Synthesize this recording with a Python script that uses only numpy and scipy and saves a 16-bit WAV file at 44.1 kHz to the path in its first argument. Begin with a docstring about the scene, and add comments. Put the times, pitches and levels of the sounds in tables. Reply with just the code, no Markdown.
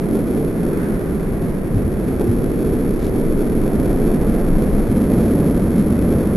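"""Among trees, some way from a road, heard through a small hand-held camera. Far traffic blends into a dull
roar with a little tyre hiss. It echoes all round and grows as it draws nearer. A gust builds on the microphone;
the hand bumps the case and rustles once. Near the end the sound shifts all at once: it turns heavier and more
direct, the echoes fall and the gust stops short. The camera takes coarse samples and holds each one, which lays
a thin fizz on every swing of the rumble."""
import sys
import numpy as np
from scipy import signal
from scipy.fft import rfft, irfft
from scipy.io import wavfile
from scipy.ndimage import uniform_filter1d, map_coordinates

SR = 44100
rng = np.random.default_rng(int(sys.argv[2]) if len(sys.argv) > 2 else 0)


def put_to_file(sound):
    """Save the sound as 16-bit audio at rate SR, in the file named by the first command-line argument."""
    columns = np.atleast_2d(sound).T  # one column per channel
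    safe = np.clip(columns, -1, 1)
    whole_steps = np.round(safe * 32767)
    wavfile.write(sys.argv[1], SR, whole_steps.astype(np.int16))


N = 280476
TIME = np.arange(N) / SR
OPPOSITE = np.array([[1], [-1]])  # left and right get opposite signs
# the shift: all at once the sound turns louder, heavier and more direct, and the gust ends
SHIFT_S, SHIFT_FADE_S = 4.875, 0.027


def traffic(flow_db, approach_s=3.34, approach_length_s=0.86, near_gain_db=3.0):
    """Many far vehicles merge into a roar; its upper part, engines and tyres grow as they draw nearer."""
    # tone of the roar's body, its upper part, the engine drone and the tyre hiss: f/Hz, level/dB
    body_colour = [(40, -31), (90, -9), (170, -4), (240, 0.5), (320, 0), (420, -2.5), (500, -9.5),
                   (620, -20.5), (850, -29.5), (2000, -70)]
    upper_colour = [(250, -11), (400, -4), (490, 0.5), (580, -1), (700, -4.5), (850, -13), (1300, -36)]
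    engine_colour = [(50, -22), (100, -19.5), (135, -6.5), (175, -4), (215, -4), (270, -16), (380, -26.5),
                     (700, -72)]
    tyre_colour = [(300, -49), (700, -6.5), (1000, 1), (1500, -3.5), (2100, -8), (2600, -19), (3300, -45),
                   (5000, -61)]
    near_db = near_gain_db * ramp(approach_s, approach_length_s)
    early_db = near_gain_db * ramp(approach_s - .5, approach_length_s)  # the upper roar grows first
    body = noise(body_colour) * undb(flow_db + 2.5 * ramp(SHIFT_S, SHIFT_FADE_S))
    upper = noise(upper_colour) * undb(-34 + early_db)
    roar = (body + upper) * undb(1.13 * waver(rate_hz=9))
    engines = noise(engine_colour) * undb(-24.5 + near_db)
    tyres = stereo_noise(tyre_colour, side_db=-24) * undb(-42.5 + near_db)
    return roar + engines + tyres


def tyre_swish():
    """One set of tyres swells and fades."""
    # tone of tyres on the road: f/Hz, level/dB
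    colour = [(500, -9), (900, 0), (1450, 6), (2100, -1), (2700, -19), (4000, -35)]
    return stereo_noise(colour, side_db=-0.5) * undb(-40) * swell(0.83, rise_s=.17, fall_s=.26)


def heavy_engines(level_db=-18.1):
    """A low, broad engine rumble sets in at the shift and holds, the same left and right."""
    # tone of the rumble: f/Hz, level/dB
    colour = [(35, -21), (55, -2), (90, 0.5), (125, -5.5), (180, 1.5), (250, 2.5), (310, -6.5),
              (400, -13.5), (510, -9), (620, -17.5), (900, -50.5)]
    return noise(colour) * undb(level_db) * ramp(SHIFT_S, SHIFT_FADE_S)


def echoes(flow_db, follow=0.29):
    """Roar bounces back from the sides and sounds wide; it partly follows the flow, dropping at the shift."""
    # tone of the scattered roar: f/Hz, level/dB
    colour = [(30, -2), (70, -7), (110, -3), (185, 4), (240, 0.5), (320, 3), (420, -4.5), (530, -5),
              (680, -11.5), (850, -16.5), (1150, -23), (1800, -22), (3000, -67)]
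    level_db = -32 + follow * (flow_db - flow_db.mean()) - 2.5 * ramp(SHIFT_S, SHIFT_FADE_S)
    return noise(colour) * undb(level_db) * OPPOSITE


def wind(lull_db=-5.5, breeze_rise_s=1.8, gust_db=-16, build_db_per_s=7, release_s=0.13):
    """A light breeze flutters on the microphone; a deeper gust builds up and stops short."""
    # tone of the light flutter and of the deep buffeting: f/Hz, level/dB
    flutter_colour = [(5, -10), (20, -3.5), (44, 2.5), (68, -4), (120, -8), (300, -83), (800, -72)]
    buffet_colour = [(5, -16), (14, -22), (21, 8.5), (31, -10), (60, -11), (130, -33), (400, -75)]
    breeze_db = -25 + lull_db * (1 - ramp(0, breeze_rise_s))
    flutter = stereo_noise(flutter_colour, side_db=-27) * undb(breeze_db)
    gust = undb(gust_db - build_db_per_s * np.maximum(SHIFT_S - TIME, 0))
    gust *= 1 - ramp(SHIFT_S, release_s)
    buffet_gain = np.hypot(undb(-35), gust)  # a little buffeting is always there
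    return flutter + stereo_noise(buffet_colour, side_db=-20) * buffet_gain


def hand():
    """The grip shifts: soft pushes swell and fade in the case, it knocks once, then skin brushes it."""
    # soft bumps on the case: t/s, peak level/dB, ring f/Hz, length/s
    pushes = [(1.734, -16, 34, 0.02), (1.768, -11.5, 101.5, 0.016), (1.856, -19.5, 86, 0.027),
              (2.3, -8.5, 101, 0.0094)]
    # tone of the dull knock and of the rustling skin: f/Hz, level/dB
    knock_colour = [(100, -3), (250, -13), (420, 12), (600, -11), (850, -5), (1500, -37), (3000, -52)]
    rustle_colour = [(800, -17), (2500, -4), (3800, -8), (4900, -4), (5600, -6), (6500, -40)]
    bumps = np.zeros(N)
    for (peak_s, db, hz, length_s), phase in zip(pushes, rng.random(len(pushes))):
        t = TIME - peak_s
        hump = np.exp(-.5 * (t / length_s) ** 2)
        bumps += undb(db) * hump * np.sin(2 * np.pi * (hz * t + phase))
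    knock = noise(knock_colour) * undb(-17) * swell(2.209, rise_s=.0054, fall_s=.017)
    grainy_rub = noise(rustle_colour) * undb(-45 + 3 * waver(rate_hz=250))
    rustle = grainy_rub * swell(3.065, rise_s=.057, fall_s=.02)
    return bumps + knock + rustle


def microphone_hiss():
    """Each side has its own dull hiss; a band near 2 kHz sounds wide; a finer hiss sits in the middle."""
    # tone of the dull, wide and fine hiss: f/Hz, level/dB
    dull_colour = [(200, -20), (1000, 6), (2200, 2), (2600, -4), (3100, -15), (5000, -47)]
    wide_colour = [(1400, -10), (1850, 2), (2170, 18), (2320, 0), (2550, 1), (3200, -73)]
    fine_colour = [(1500, 3.5), (2700, -0.5), (3500, -1.5), (4500, -5.5), (5500, -0.5)]
    dull = np.array([noise(dull_colour), noise(dull_colour)]) * undb(-49)
    wide = noise(wide_colour) * undb(-52) * OPPOSITE
    fine = noise(fine_colour) * undb(-54)
    return dull + wide + fine


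def undb(db):
    """Turns decibels into a factor to multiply by."""
    return 10 ** (np.asarray(db) / 20)


def ramp(start_s, length_s):
    """Goes evenly from 0 to 1, then holds."""
    return np.clip((TIME - start_s) / length_s, 0, 1)


def swell(peak_s, rise_s, fall_s):
    """Grows ever faster to 1 at peak_s, then dies away."""
    return np.exp(-np.maximum((peak_s - TIME) / rise_s, (TIME - peak_s) / fall_s))


def noise(colour):
    """Noise of strength 1; the table sets only its tone, with nothing above the last frequency."""
    hz, db = np.transpose(colour)
    bins_hz = np.maximum(np.arange(N // 2 + 1) * SR / N, 1)
    gain = undb(np.interp(np.log(bins_hz), np.log(hz), db, right=-np.inf))
    shaped = irfft(rfft(rng.standard_normal(N)) * gain, N)
    return shaped / np.std(shaped)


def stereo_noise(colour, side_db):
    """Noise shared by left and right, plus an opposite part that widens it."""
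    return noise(colour) + undb(side_db) * noise(colour) * OPPOSITE


def waver(rate_hz):
    """A random wobble of typical size 1: random steps, smoothed twice."""
    hold = int(SR / rate_hz)
    steps = np.repeat(rng.standard_normal(N // hold + 1), hold)
    smooth = uniform_filter1d(uniform_filter1d(steps, hold), hold)[:N]
    return (smooth - smooth.mean()) / smooth.std()


def scene(pan_db=-1):
    """The road, its echoes, the wind and the hand over the microphone's hiss."""
    # flow of traffic, with one lull: t/s, base level of the roar/dB
    flow = [(0, -21), (.7, -20.5), (.95, -23), (1.4, -24), (2.05, -21.5), (2.23, -17.5), (2.7, -18.5),
            (3.35, -17.5), (4.5, -21), (6.36, -22.5)]
    flow_db = np.interp(TIME, *np.transpose(flow))
    road = (traffic(flow_db) + tyre_swish()) * undb(OPPOSITE * pan_db / 2)  # a little to the right
    return road + heavy_engines() + echoes(flow_db) + wind() + hand() + microphone_hiss()


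def record(dry, converter_hz=12000, stored_hz=11025, top_hz=15400, slip=0.91, jitter=0.04):
    """The camera drops samples to reach its slower storage rate and holds each one until the next."""
    index = np.arange(N) * stored_hz // SR
    held_s = index / stored_hz
    # each stored sample is the converter's latest one, so it is unevenly late: steep slopes fizz
    late_s = (slip * (held_s * converter_hz % 1) + jitter * rng.standard_normal(N)[index]) / converter_hz
    read_at = (held_s - late_s) * SR
    steps = np.array([map_coordinates(channel, [read_at], order=1, mode="nearest") for channel in dry])
    treble_cut = signal.ellip(10, .2, 70, top_hz, fs=SR, output="sos")
    return signal.sosfilt(treble_cut, steps)


dry = scene()
out = record(dry)
put_to_file(out)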